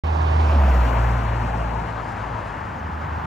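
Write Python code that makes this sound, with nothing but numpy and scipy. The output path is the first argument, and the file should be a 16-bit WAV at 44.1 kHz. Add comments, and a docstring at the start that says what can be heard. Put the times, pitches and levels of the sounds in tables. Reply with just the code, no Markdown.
"""A car passes from right to left, heard from the kerb of a wide road. Its exhaust is three sine waves that
drop in pitch; its tyres are filtered noise that roars and hisses. More noise makes the traffic rushing further
up the road, and noise with an engine hum makes the next vehicle closing in from the right. A small bird
chirps once: a short falling sine. Left and right differ mostly in the midrange, and part of the upper
range becomes narrower in stereo late on."""
import sys
import numpy as np
from scipy import signal
from scipy.io import wavfile

SR = 44100
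rng = np.random.default_rng(int(sys.argv[2]) if len(sys.argv) > 2 else 0)


def wav_record(signal):
    """Record a signal, one row per channel, as 16-bit PCM in the file named by sys.argv[1]."""
    frames = np.transpose(np.atleast_2d(signal))
    bounded = np.clip(frames, -1, 1)
    # unit amplitude maps onto the largest positive 16-bit level
    quanta = np.round(bounded * 32767).astype(np.int16)
    wavfile.write(sys.argv[1], SR, quanta)


N = 143766
T = np.arange(N) / SR

# Noise is shaped in short overlapping frames, each split into frequencies
FRAME = 1024
HZ = np.maximum(np.fft.rfftfreq(FRAME, 1 / SR), 1)[:, None]
FRAME_AT = np.minimum(np.arange(0, N + FRAME // 4, FRAME // 4), N - 1)  # sample at each frame's centre

PASS_S, TURN_S = 0.67, 0.12  # the car is level with the listener; time scale of its change from coming to going

# Exhaust pulses per second, falling as the car goes by: [start_s, pitch_hz]
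FIRING_RATE = [(0, 78.6), (.42, 77.1), (.5, 74.9), (.6, 70.76), (.7, 64.76), (.8, 60.57), (.92, 58.06),
               (1.1, 58.28), (1.3, 56.67), (2.1, 55.8), (2.35, 54.3), (2.6, 51)]
# Loudness of the first three multiples of that rate: [start_s, first_db, second_db, third_db]
EXHAUST_LEVELS = [(0, -22, -47, -64), (.2, -20.5, -37.5, -56), (.33, -19, -43.5, -45),
                  (.39, -15.5, -49, -39.5), (.5, -17.5, -47, -42), (.57, -14.5, -49, -33.5),
                  (.75, -15, -42, -36.5), (.83, -15.5, -28, -45), (.89, -22, -27.5, -52),
                  (1.02, -18, -26, -51), (1.25, -25, -27, -42), (1.7, -26.5, -33.5, -42.5),
                  (2, -39, -34.5, -45.5), (2.35, -35.5, -37, -56), (2.7, -50, -42.5, -66)]
RATE_WOBBLE = .003  # share of the firing rate
FLUTTER_DB, JITTER_RAD = .3, .06  # unsteadiness of the first multiple; grows with the multiple squared


def exhaust():
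    """Regular exhaust pulses drone at multiples of the firing rate; higher multiples are less steady."""
    rate, = in_time(FIRING_RATE)
    phase = 2 * np.pi * np.cumsum(rate * (1 + RATE_WOBBLE * drift(17))) / SR
    out = 0
    for k, level_db in enumerate(in_time(EXHAUST_LEVELS), 1):
        level = np.sqrt(2) * from_db(level_db + k * k * FLUTTER_DB * drift(12))
        jitter = k * k * JITTER_RAD * drift(11)
        tone = level * np.sin(k * phase + jitter + rng.uniform(0, 2 * np.pi))
        sides = from_db(k * np.array([[-.25], [.25]]))  # slightly louder on the right
        out = out + tone * sides
    return out


# Loudness of the tyre roar: [start_s, level_db]
ROAR_LEVEL = [(0, -28.5), (.2, -25.5), (.42, -23), (.65, -25), (.9, -24.5), (1.2, -27.5), (1.6, -29.5),
              (2, -32), (2.5, -34), (3.26, -45.5)]
# Balance of frequencies in the roar as the car comes: [pitch_hz, relative_level_db_per_hz]
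COMING_COLOUR = [(30, -23.5), (60, 7), (130, 3), (190, -6), (290, 1), (420, -5), (700, 3.5), (950, 2.5),
                 (1400, -6), (2000, -17), (2500, -13.5), (3200, -21), (5000, -28.5), (7500, -38),
                 (10500, -38), (14000, -54.5)]
# The same as the car goes: [pitch_hz, relative_level_db_per_hz]
GOING_COLOUR = [(30, -20.5), (60, 11.5), (130, 2), (230, 4.5), (380, -2), (650, 4), (920, 4.5), (1300, 0.5),
                (1900, -8), (2800, -13.5), (3600, -24.5), (4900, -26), (5700, -29), (8000, -30),
                (10500, -31.5), (14000, -55.5)]
# Loudness of the fine hiss of the treads, strongest close by: [start_s, level_db]
HISS_LEVEL = [(.35, -73.5), (.68, -59), (1, -63), (1.4, -70.5), (2.2, -78.5), (2.8, -76), (3.26, -70)]
# Balance of frequencies in that hiss: [pitch_hz, relative_level_db_per_hz]
HISS_COLOUR = [(10500, -42.5), (12500, 2), (14000, -1), (15500, -3.5), (17000, -15)]
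CROSS_S, CROSS_WIDTH_S = 0.58, 0.27  # the roar crosses the middle; time scale of the crossing


def tyres():
    """Treads on the road make broad noise: a roar that crosses and changes colour, and a fine hiss."""
    gone = swing(PASS_S, TURN_S)[FRAME_AT]
    coming_power = (1 - gone) * shape(COMING_COLOUR) ** 2
    going_power = gone * shape(GOING_COLOUR) ** 2
    side = swing(CROSS_S, CROSS_WIDTH_S)[FRAME_AT]
    roar = rush(np.sqrt(coming_power + going_power), side)
    hiss = rush(shape(HISS_COLOUR), side=.5)
    return from_db(in_time(ROAR_LEVEL)[0]) * roar + from_db(in_time(HISS_LEVEL)[0]) * hiss


NEXT_FADE_S = .2  # time scale over which the next engine fades in and the singing treads fade out

# Loudness of the traffic up the road: [start_s, level_db]
FAR_LEVEL = [(.55, -39.5), (1, -32), (1.9, -32.5), (2.25, -31), (2.75, -32), (3.26, -30.5)]
# Its balance of frequencies: [pitch_hz, relative_level_db_per_hz]
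FAR_COLOUR = [(30, -22), (70, 17.5), (110, 10), (225, 2), (320, -4.5), (500, -8.5), (720, 1.5), (920, 5.5),
              (1250, 1.5), (1700, -2), (2400, -14.5), (3500, -25), (5000, -29.5), (6000, -35), (8000, -37),
              (10500, -39.5), (14000, -54.5)]
# Singing treads: a narrow band of noise, its level given against the rush
SING_HZ, SING_WIDTH_HZ, SING_WANDER_HZ = 906, 100, 45
SING_DB, SING_SURGE_DB, SING_PER_S, SING_END_S = -5.5, 2, 6, 2.69


def far_traffic():
    """Traffic up the road, to the left, is a swelling rush with a wandering, surging band of tread noise."""
    centre = SING_HZ + SING_WANDER_HZ * drift(SING_PER_S)[FRAME_AT]
    ridge = 1 / (1 + (2 * (HZ - centre) / SING_WIDTH_HZ) ** 2)
    ridge = ridge / np.sqrt(np.mean(ridge ** 2))
    sing_level = from_db(SING_DB + SING_SURGE_DB * drift(SING_PER_S))
    heard = swing(PASS_S, TURN_S) * (1 - swing(SING_END_S, NEXT_FADE_S))
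    sing = heard * rush(ridge, side=1) * sing_level
    return from_db(in_time(FAR_LEVEL)[0]) * (rush(shape(FAR_COLOUR), side=1) + sing)


# Balance of frequencies in the next vehicle's noise: [pitch_hz, relative_level_db_per_hz]
NEXT_COLOUR = [(50, -10), (100, 4), (220, 6.5), (320, -5), (600, -3.5), (820, 3.5), (1400, -1), (2100, -16),
               (3100, -20), (3900, -33.5), (8000, -35.5), (14000, -58)]
NEXT_END_DB, NEXT_RISE_DB_PER_S = -31, 13  # noise level at the end, and its growth
HUM_HZ, HUM_DB, HUM_START_S = 76.2, -34, 2.62  # the hum is half faded in at its start time


def next_vehicle():
    """A wavering sine is the engine hum; noise growing on the right is the rumble and tyre roar."""
    phase = 2 * np.pi * np.cumsum(HUM_HZ * (1 + 0.011 * drift(10))) / SR
    hum = np.sqrt(2) * from_db(HUM_DB + 2.8 * drift(12)) * np.sin(phase)
    level = from_db(NEXT_END_DB + NEXT_RISE_DB_PER_S * (T - T[-1]))
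    roar = level * rush(shape(NEXT_COLOUR), side=.2)
    return hum * swing(HUM_START_S, NEXT_FADE_S) + roar


# The bird's chirp: [start_s, length_s, from_pitch_hz, to_pitch_hz, peak_level_db]
BIRD_CHIRPS = [(2.77, 0.045, 7100, 5450, -58)]


def bird():
    """A thin whistle: one sine wave that falls in pitch while it swells and fades."""
    out = np.zeros(N)
    for start_s, length_s, from_hz, to_hz, level_db in BIRD_CHIRPS:
        progress = np.clip((T - start_s) / length_s, 0, 1)
        pitch_hz = from_hz + (to_hz - from_hz) * progress
        swell = np.sin(np.pi * progress) ** 2
        out += from_db(level_db) * swell * np.sin(2 * np.pi * np.cumsum(pitch_hz) / SR)
    return out


# Left loudness minus right for a sound on the right, before the ripple: [pitch_hz, difference_db]
COMING_PAN = [(100, -0.5), (250, -4), (500, -9), (900, -11.5), (1300, -5.5), (2100, -2.5), (3500, -6),
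              (6000, -1), (8500, 0)]
# The same for a sound on the left: [pitch_hz, difference_db]
GOING_PAN = [(100, 2.5), (250, -2.5), (450, 3.5), (680, 1), (870, 11.5), (1200, 11.5), (2000, 1), (2700, 0),
             (3700, -7), (5500, 0)]
# How far the left side's wave runs ahead, sound on the right: [pitch_hz, lead_rad]
COMING_LEAD = [(150, 0), (380, -.7), (520, -2.4), (1000, -3.2), (1500, -3.7), (1750, -7.3), (2600, -9),
               (3800, -12.3), (5700, -12.6)]
# The same, sound in the middle: [pitch_hz, lead_rad]
ABEAM_LEAD = [(550, 0), (820, 1.5), (1250, 1), (1900, -.2), (2500, .8), (5700, .6)]
# The same, sound on the left: [pitch_hz, lead_rad]
GOING_LEAD = [(150, 0), (450, .5), (730, 1.5), (1000, .4), (1200, -1.5), (1700, -.3), (3400, 0),
              (4500, 1.8), (5700, 6.2)]
# The same in the treble, wherever the sound is: [pitch_hz, lead_rad]
TREBLE_LEAD = [(5700, 0), (7000, 1.1), (8900, 3.14), (11700, 3.14), (12800, 5.6), (14000, 6.28)]
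# How alike the two sides are before narrowing: [pitch_hz, likeness_0_to_1]
LIKENESS = [(100, .99), (220, .96), (400, .8), (680, .88), (1100, .6), (1900, .92), (3600, .55), (5800, .9),
            (7500, .72), (9000, 1), (12000, 1), (13000, .75)]
# A close reflection ripples the balance: longest delay, full size, and frequency where it is reached
ECHO_LONGEST_S, ECHO_DB, ECHO_FULL_HZ = .0021, 3, 3000
# Narrowing of the upper range: time, band, share of the width lost
NARROW_S, NARROW_LOW_HZ, NARROW_HIGH_HZ, NARROW_SHARE = 1.9, 1870, 5500, 0.71
FLICKER_DB, FLICKER_PER_S = 1.08, 17.2  # level flicker in each band, and its speed


def rush(gain, side):
    """Flickering stereo noise from a side, 0 (right) to 1 (left), placed by level, timing and likeness."""
    frames = dict(nperseg=FRAME, noverlap=FRAME * 3 // 4)
    common, apart = signal.stft(rng.standard_normal((2, N)), **frames)[2]
    ears = np.array([1, -1])[:, None, None]
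    below_treble = HZ < TREBLE_LEAD[0][0]

    narrow_band = (HZ > NARROW_LOW_HZ) & (HZ < NARROW_HIGH_HZ)
    width = 1 - NARROW_SHARE * narrow_band * swing(NARROW_S, .03)[FRAME_AT]
    alike = 1 - width * (1 - at_hz(LIKENESS, HZ))

    # The ripple slides with the side because the delay changes
    delay_s = ECHO_LONGEST_S * (1 + side) / 2
    ripple = ECHO_DB * np.cos(2 * np.pi * HZ * delay_s) * below_treble * np.minimum(HZ / ECHO_FULL_HZ, 1)
    pan_db = (1 - side) * at_hz(COMING_PAN, HZ) + side * at_hz(GOING_PAN, HZ) + ripple
    balance = from_db(ears * width * pan_db / 2)
    balance = balance / np.sqrt(np.sum(balance ** 2, axis=0))

    # Blend the leads as directions on a circle, so that full turns do not matter
    bearings = [((1 - side) ** 3, COMING_LEAD), (2 * side * (1 - side), ABEAM_LEAD), (side ** 3, GOING_LEAD)]
    lead = np.angle(sum(share * np.exp(1j * at_hz(table, HZ)) for share, table in bearings))
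    lead = np.where(below_treble, lead * width, at_hz(TREBLE_LEAD, HZ))

    both = (np.sqrt(1 + alike) * common + ears * np.sqrt(1 - alike) * apart) * balance
    both[0] *= np.exp(1j * lead)

    # Half-octave bands flicker separately, plus half as much flicker shared by all
    band = np.clip(2 * np.log2(HZ[:, 0] / 100), 0, 11).astype(int)
    own = np.array([drift(FLICKER_PER_S)[FRAME_AT] for _ in range(band.max() + 1)])
    flicker = own[band] + .5 * drift(FLICKER_PER_S)[FRAME_AT]
    return signal.istft(both * gain * from_db(FLICKER_DB * flicker), **frames)[1][:, :N]


def shape(colour):
    """Gain at each frequency from a colour table, scaled to a mean power of 1."""
    gain = from_db(at_hz(colour, HZ))
    return gain / np.sqrt(np.mean(gain ** 2))


def from_db(db):
    """Turns decibels into gain."""
    return 10 ** (np.asarray(db) / 20)


def in_time(rows):
    """Reads each column of a table that starts with time, at every sample."""
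    start_s, *columns = np.transpose(rows)
    return [np.interp(T, start_s, column) for column in columns]


def at_hz(points, hz):
    """Reads a frequency table, with equal steps per octave."""
    pitch_hz, value = np.transpose(points)
    return np.interp(np.log(hz), np.log(pitch_hz), value)


def drift(rate):
    """Smooth random wandering of spread 1; a higher rate (per second) wanders faster."""
    # Smooth noise made at every 40th sample; the first 2000 steps let the filter settle
    keep = np.exp(-2 * np.pi * rate * 40 / SR)
    noise = rng.standard_normal(N // 40 + 2002)
    slow = signal.lfilter([1], [1, -2 * keep, keep * keep], noise)[2000:]
    return np.interp(np.arange(N) / 40, np.arange(len(slow)), slow / slow.std())


def swing(centre_s, width_s):
    """A smooth step in time from 0 to 1."""
    return .5 + .5 * np.tanh((T - centre_s) / width_s)


def scene():
    """Everything heard at the kerb, added together."""
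    return exhaust() + tyres() + far_traffic() + next_vehicle() + bird()


START_S, START_FADE_S, END_FADE_S = .036, .0011, .004
LOW_CUT_HZ, HIGH_CUT_HZ = 38.7, 17000


def record(dry):
    """Filters cut the lowest bass and the top; short fades start and stop the sound."""
    low_cut = signal.butter(4, LOW_CUT_HZ, "high", fs=SR, output="sos")
    high_cut = signal.cheby2(12, 70, HIGH_CUT_HZ, fs=SR, output="sos")
    fade_in = np.clip((T - START_S) / START_FADE_S, 0, 1)
    fade_out = np.clip((T[-1] - T) / END_FADE_S, 0, 1)
    out = signal.sosfilt(low_cut, dry) * fade_in * fade_out
    return signal.sosfilt(high_cut, out)


dry = scene()
out = record(dry)
wav_record(out)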